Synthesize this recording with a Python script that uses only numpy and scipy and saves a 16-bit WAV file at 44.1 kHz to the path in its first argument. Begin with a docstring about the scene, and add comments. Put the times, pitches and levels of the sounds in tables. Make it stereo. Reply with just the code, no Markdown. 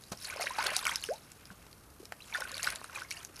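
"""A gloved hand scoops and stirs a muddy pond twice, a few metres away in a wood.
The water churns with small rising bubbles, thrown drops patter back with a crack and a ping,
and one deep plop closes the first scoop as its cavity climbs in pitch.
A few dull knocks, probably rubber boots, fall around the strokes. The bank and the trees
add a short echo, and quiet outdoor air lies under it all."""
import sys
import numpy as np
from scipy import signal
from scipy.fft import rfft, irfft, next_fast_len
from scipy.io import wavfile
from scipy.ndimage import uniform_filter1d, map_coordinates

SR = 44100
rng = np.random.default_rng(int(sys.argv[2]) if len(sys.argv) > 2 else 0)


def generate_wav(signal):
    """Clip the signal to [-1, 1] and save it as 16-bit WAV at the path in sys.argv[1]."""
    frames = np.transpose(np.atleast_2d(signal))
    scaled = np.clip(frames, -1, 1) * 32767
    pcm = np.round(scaled).astype(np.int16)
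    wavfile.write(sys.argv[1], SR, pcm)


N = 149940

# colour of the still air in the wood: frequency_hz, gain_db
AIR_TONE = [(20, -18), (55, 1.5), (105, -1.5), (330, -9), (1000, -14.5), (1220, -12), (2000, -21.5),
            (5000, -28.5), (10500, -24), (13500, -22.5), (15500, -58)]
# extra EQ on the air's side channel: frequency_hz, gain_db
AIR_SIDE_TONE = [(60, -23.5), (300, 5.5), (6000, 16), (13000, -2)]
# level envelopes of the two hand strokes: time_s, churn_db, spray_db
STROKE_LEVELS = [(0, -71, -58), (0.204, -61, -53), (.25, -53.5, -42), (.3, -45.5, -50), (0.394, -45.5, -51),
                 (0.415, -36.5, -36), (.475, -48.5, -48), (0.571, -46, -52), (0.588, -37.5, -42.5),
                 (.715, -35.5, -48), (.752, -43, -43), (.772, -45.5, -36), (.82, -45, -48),
                 (0.878, -41.5, -41), (0.961, -45, -48), (1.0, -57.5, -50), (1.04, -52.5, -45.5),
                 (1.1, -56, -52.5), (1.25, -60, -58.5), (1.67, -63, -60), (1.8, -80, -62.5),
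                 (2.17, -66.5, -59), (2.3, -55, -54), (2.358, -45, -47.5), (2.42, -46, -50.5),
                 (2.49, -47.5, -52), (2.622, -49.5, -49.5), (2.638, -40.5, -37.5), (2.685, -42, -44.5),
                 (2.735, -45, -50.5), (2.79, -54, -55), (2.91, -55.5, -57), (2.966, -45, -47.5),
                 (3.083, -57, -59), (3.115, -55.5, -44.5), (3.145, -54, -54.5), (3.19, -50, -51),
                 (3.312, -65, -60.5), (3.4, -51.5, -49.5)]
# colour of the churning water: frequency_hz, gain_db
CHURN_TONE = [(60, -9), (200, -7.5), (400, -6), (700, -8), (1500, 3), (2500, 3), (4000, -7.5), (9000, -41)]
# colour of the spray: frequency_hz, gain_db
SPRAY_TONE = [(800, -11), (2600, -3), (4400, -0.5), (6000, 0.5), (7700, -6), (10000, 0.5), (13000, -9),
              (15500, -50)]
# drops hitting the surface: start_s, pitch_hz, level_db
DROP_HITS = [(0.0377, 4040, -36.5), (0.1216, 5750, -25.5), (0.247, 5140, -27), (0.2723, 8250, -27),
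             (0.4176, 5400, -28), (0.4955, 10400, -29), (0.6267, 4760, -26), (0.6649, 3340, -17.5),
             (0.6685, 4500.0, -18), (0.7651, 4800, -14.5), (0.7658, 8400, -16), (0.791, 4400, -24),
             (0.8533, 3070, -20.5), (0.868, 5760, -17.5), (0.9363, 5500, -31.5), (0.9582, 5260, -16),
             (1.0392, 2940, -21.5), (1.136, 6200.0, -34), (1.3184, 7800, -33.5), (1.455, 5200, -39),
             (1.729, 4640, -38), (2.0545, 5200, -32), (2.406, 5450, -27.5), (2.517, 6860, -29),
             (2.568, 4440, -27.5), (2.58, 3670, -25.5), (2.6305, 6840, -18), (2.6694, 4070, -22),
             (2.703, 9600, -22.5), (2.7586, 7300, -23.5), (2.8425, 9100, -31.5), (3.108, 5630, -23.5),
             (3.1125, 4500, -26), (3.125, 6900, -32), (3.249, 6400, -26), (3.366, 5900, -34.5)]
# dull rubber knocks: start_s, level_db, t60_s, relative_bass_db
BOOT_KNOCKS = [(0.1174, -34.5, 0.029, 9.5), (0.126, -38.5, 0.041, 0), (1.508, -49.5, 0.07, 9.5),
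               (1.665, -47.5, 0.018, 10.5), (2.1214, -33.5, 0.015, -22)]
# colour of a knock's slap: frequency_hz, gain_db
KNOCK_TONE = [(60, -26), (170, -48), (350, 8), (800, 10), (2400, -3.5), (3800, -2.5), (6000, -6.5),
              (14000, -15.5)]
# single bubbles of trapped air, plus a brief ring under the knock at 2.12 s: start_s, pitch_hz, level_db,
# t60_s, pitch_rise_share_per_s
TRAPPED_BUBBLES = [(0.3006, 2240, -28.5, 0.019, 15), (0.3605, 584, -29, 0.025, -1),
                   (0.3968, 710, -25.5, 0.032, -4), (0.41, 704, -30.5, 0.078, 4),
                   (0.439, 592, -35, 0.057, -4), (0.4687, 1474, -24.5, 0.1, 110),
                   (0.5061, 962, -31, 0.063, 6.5), (0.5854, 816, -21, 0.063, 13.5),
                   (0.6268, 1870, -29, 0.014, 94), (0.658, 427, -25.5, 0.018, -9),
                   (0.765, 732, -36, 0.13, 3.5), (0.852, 1478, -33, 0.11, -0.5),
                   (0.8643, 1220, -17, 0.011, 32), (0.8673, 2284, -19.5, 0.021, -5.5),
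                   (0.8763, 1230, -25.5, 0.036, 42), (0.893, 3260, -20.5, 0.011, 1),
                   (0.895, 1204, -22.5, 0.012, 2), (0.9147, 1760, -28.5, 0.055, 48.5),
                   (1.5033, 1510, -35, 0.01, 1), (2.0002, 342, -35, 0.038, 1.5),
                   (2.0296, 453, -37, 0.024, 0), (2.1228, 1770, -18.5, 0.0032, -4),
                   (2.2045, 2490, -43.5, 0.039, 37), (2.221, 3920, -41.5, 0.027, 7),
                   (2.326, 2350, -32.5, 0.023, -5), (2.341, 3540, -29.5, 0.038, -0.5),
                   (2.3478, 1658, -23, 0.039, 16), (2.3539, 1426, -27, 0.06, 2.5),
                   (2.385, 596, -31, 0.02, -2), (2.403, 846, -31, 0.026, 9), (2.41, 532, -39, 0.056, -3),
                   (2.4207, 1505, -24.5, 0.02, -6), (2.527, 506, -45.5, 0.13, 4.5),
                   (2.543, 4350, -27, 0.013, 10), (2.595, 1630, -29.5, 0.017, 6),
                   (2.598, 2570, -36, 0.037, 16), (2.6727, 1554, -15, 0.015, -25),
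                   (2.8154, 920, -21, 0.0035, 97.0), (2.844, 1330, -25.5, 0.006, -8),
                   (2.897, 1320, -36, 0.02, 23), (2.959, 2445, -31, 0.035, -2.5),
                   (2.974, 1080, -31, 0.02, 18), (3.0189, 1383, -30.5, 0.027, 21),
                   (3.1122, 2220, -30, 0.028, 8), (3.1237, 2740, -31, 0.01, 0.0),
                   (3.169, 2760, -36.5, 0.023, 10), (3.297, 338, -37.5, 0.019, 2)]
# decay of the echo from the trees: frequency_hz, t60_s
TREE_DECAY = [(500, 0.15), (10000, 0.087)]
# stereo width of the echoes: frequency_hz, side_gain_db
ECHO_WIDTH = [(300, -17), (7000, -6), (12500, 0)]


def amp(db):
    """Decibels to gain."""
    return 10 ** (np.asarray(db) / 20)


def unit(x):
    """Scale to rms 1."""
    return x / np.sqrt(np.mean(x ** 2) + 1e-20)


def along(points, hz):
    """Read (frequency_hz, value) points on a log frequency axis."""
    frequencies, values = np.transpose(points)
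    return np.interp(np.log(hz + 1), np.log(frequencies + 1), values)


def filtered(x, response):
    """Zero-phase EQ; response gives the gain at each frequency."""
    n = x.shape[-1]
    padded = next_fast_len(n + 8192)
    return irfft(rfft(x, padded) * response(np.fft.rfftfreq(padded, 1 / SR)), padded)[..., :n]


def noise(tone):
    """Coloured noise of rms 1."""
    return unit(filtered(rng.standard_normal(N), lambda hz: amp(along(tone, hz))))


def wobble(rate):
    """A smooth random curve, rate knots a second."""
    return map_coordinates(rng.standard_normal(2048), [np.arange(N) * rate / SR], mode="wrap")


def add(track, start_s, sound):
    """Mix a sound into the track."""
    i = max(0, round(start_s * SR))
    track[i:i + len(sound)] += sound[:max(0, N - i)]


def decay(t, t60):
    """An envelope that falls 60 dB in t60 seconds."""
    return np.exp(-np.log(1000) * t / t60)


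def ring(t, hz, t60, rise=0, onset_cycles=0.4):
    """A damped sine with a soft attack; its pitch glides by the share rise each second."""
    attack = 1 - np.exp(-hz * t / onset_cycles)
    return np.sin(2 * np.pi * hz * t * (1 + rise * t / 2)) * decay(t, t60) * attack


def air():
    """A faint, steady stereo bed of outdoor noise, centred in the bass and wide in the treble."""
    side = amp(-9) * filtered(noise(AIR_TONE), lambda hz: amp(along(AIR_SIDE_TONE, hz)))
    mid = noise(AIR_TONE)
    return amp(-58) * np.array([mid + side, mid - side])


def swarm(tone, centre_hz, octaves, cycles, climb, spread_db, count, grain_samples):
    """A cloud of tiny bubbles ringing at random times, levelled to a steady rms of 1."""
    position, climb_share = rng.random((count, 2)).T[:, :, None]
    pitch_draw, decay_draw, level_draw = rng.standard_normal((count, 3)).T[:, :, None]
    t = np.arange(grain_samples) / SR
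    hz = np.clip(centre_hz * 2 ** (octaves * 2 * np.tanh(pitch_draw / 2)), 200, 14000)
    t60 = np.minimum(cycles / hz * np.exp(decay_draw / 2), t[-1])
    gain = amp(spread_db * 2 * np.tanh(level_draw / 2))
    grains = gain * ring(t, hz, t60, climb * climb_share / t60, onset_cycles=1.76)
    indices = (position * N).astype(int) + np.arange(grain_samples)
    cloud = np.bincount(indices.ravel(), grains.ravel(), N)[:N]
    cloud = filtered(cloud, lambda hz: amp(along(tone, hz) / 2))
    return cloud / np.sqrt(np.abs(uniform_filter1d(cloud ** 2, SR // 16)) + 1e-12)


def breaking(level, still_db=-56.5):
    """A soft gate: below still_db the water only laps and hardly any bubbles form."""
    return 1 / (1 + (amp(still_db) / level) ** 4)


def hand_strokes():
    """The moving hand churns up bubbles and throws pinging spray, each on a bed of rushing water."""
    time_s, churn_db, spray_db = np.transpose(STROKE_LEVELS)
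    churn_level = amp(np.interp(np.arange(N) / SR, time_s, churn_db))
    spray_level = amp(np.interp(np.arange(N) / SR, time_s, spray_db))
    gurgle = swarm(CHURN_TONE, centre_hz=1418.5, octaves=0.97, cycles=17.7, climb=0.34,
                   spread_db=6.0, count=3200, grain_samples=1500)
    pings = swarm(SPRAY_TONE, centre_hz=7040, octaves=0.695, cycles=19, climb=0.076,
                  spread_db=12.5, count=5200, grain_samples=500)
    rush = amp(-7.5) * noise(CHURN_TONE) * amp(4.85 * wobble(rate=130))
    fizz = amp(-7.5) * noise(SPRAY_TONE) * amp(4.85 * wobble(rate=220))
    churn = amp(-2) * breaking(churn_level) * gurgle + rush
    spray = amp(-1.5) * breaking(spray_level) * pings + fizz
    return churn_level * churn + spray_level * spray


def drops(ring_cycles=24, crack_db=-10.5):
    """Each falling drop cracks on the surface and rings briefly."""
    out, t = np.zeros(N), np.arange(SR // 40) / SR
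    splash = noise(SPRAY_TONE)
    for start_s, hz, level_db in DROP_HITS:
        crack = splash[round(start_s * SR):][:len(t)] * decay(t, t60=0.013)
        ping = ring(t, hz, t60=ring_cycles / hz)
        add(out, start_s, amp(level_db) * (ping + amp(crack_db) * crack))
    return out


def boot_knocks():
    """Short dull bumps of rubber: a soft slap over a low thud."""
    out, t = np.zeros(N), np.arange(SR // 10) / SR
    rubber = noise(KNOCK_TONE)
    for start_s, level_db, t60, bass_db in BOOT_KNOCKS:
        attack = 1 - np.exp(-t / (0.075 * t60))
        slap = amp(5.5) * rubber[round(start_s * SR):][:len(t)] * decay(t, t60) * attack
        thud = amp(bass_db) * ring(t, hz=181, t60=t60)
        add(out, start_s, amp(level_db) * (slap + thud))
    return out


def bubbles():
    """The larger bubbles ring out one by one; a fast climber is cut short at the surface."""
    out, t = np.zeros(N), np.arange(SR // 10) / SR
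    for start_s, hz, level_db, t60, rise in TRAPPED_BUBBLES:
        surfacing = np.exp(-(rise * t) ** 2)
        add(out, start_s, amp(level_db) * ring(t, hz, t60, rise) * surfacing)
    return out


def plop(start_s=1.0885, low_hz=374, high_hz=941):
    """A blob of water lands with a slap; its cavity swells, climbs in pitch near the surface and fades."""
    out, t = np.zeros(N), np.arange(SR // 7) / SR
    glide_mid_s, glide_s, swell_s = 0.03, 0.0128, 0.029
    hz = low_hz + (high_hz - low_hz) / (1 + np.exp((glide_mid_s - t) / glide_s))
    swell = amp(-4 * np.clip(1 - t / swell_s, 0, 1))
    fade = decay(np.maximum(t - swell_s, 0), t60=0.088)
    cavity = amp(-27.5) * swell * fade * np.sin(2 * np.pi * np.cumsum(hz) / SR)
    slap = amp(-28) * ring(t, hz=1600, t60=0.01)
    add(out, start_s, cavity + slap)
    return out


def surroundings(x, trees_db=-9.5, bank_db=-16.5):
    """Stereo reverb: the near bank answers within milliseconds and the trees add a faint tail."""
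    hz, frame_s, spectrum = signal.stft(rng.standard_normal((2, SR // 2)), SR, nperseg=256)
    trees = signal.istft(spectrum * decay(frame_s, along(TREE_DECAY, hz)[:, None]), SR, nperseg=256)[1]
    t = np.arange(trees.shape[1]) / SR
    bank = rng.standard_normal(trees.shape) * decay(t, t60=0.059)
    echo = amp(trees_db) * trees / np.linalg.norm(trees[0])
    echo += amp(bank_db) * bank / np.linalg.norm(bank[0])
    mid = echo.mean(0)
    side = filtered(echo - mid, lambda hz: amp(along(ECHO_WIDTH, hz)))
    return signal.fftconvolve(x[None], mid + side, axes=1)[:, :N]


def low_cut(x, hz):
    """A high-pass: the bubbles and drops carry no bass."""
    return signal.sosfilt(signal.butter(2, hz, "high", fs=SR, output="sos"), x)


def scene():
    """Water and knocks sit dead centre, with the echo and the air spread around them."""
    water = hand_strokes() + low_cut(bubbles() + plop(), hz=250) + low_cut(drops(), hz=890)
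    direct = water + boot_knocks()
    return direct + surroundings(direct) + air()


def record(dry):
    """A steep high cut takes off the very top of the mix."""
    cutoff_hz = 15100
    return filtered(dry, lambda hz: 1 / (1 + (hz / cutoff_hz) ** 80))


dry = scene()
out = record(dry)
generate_wav(out)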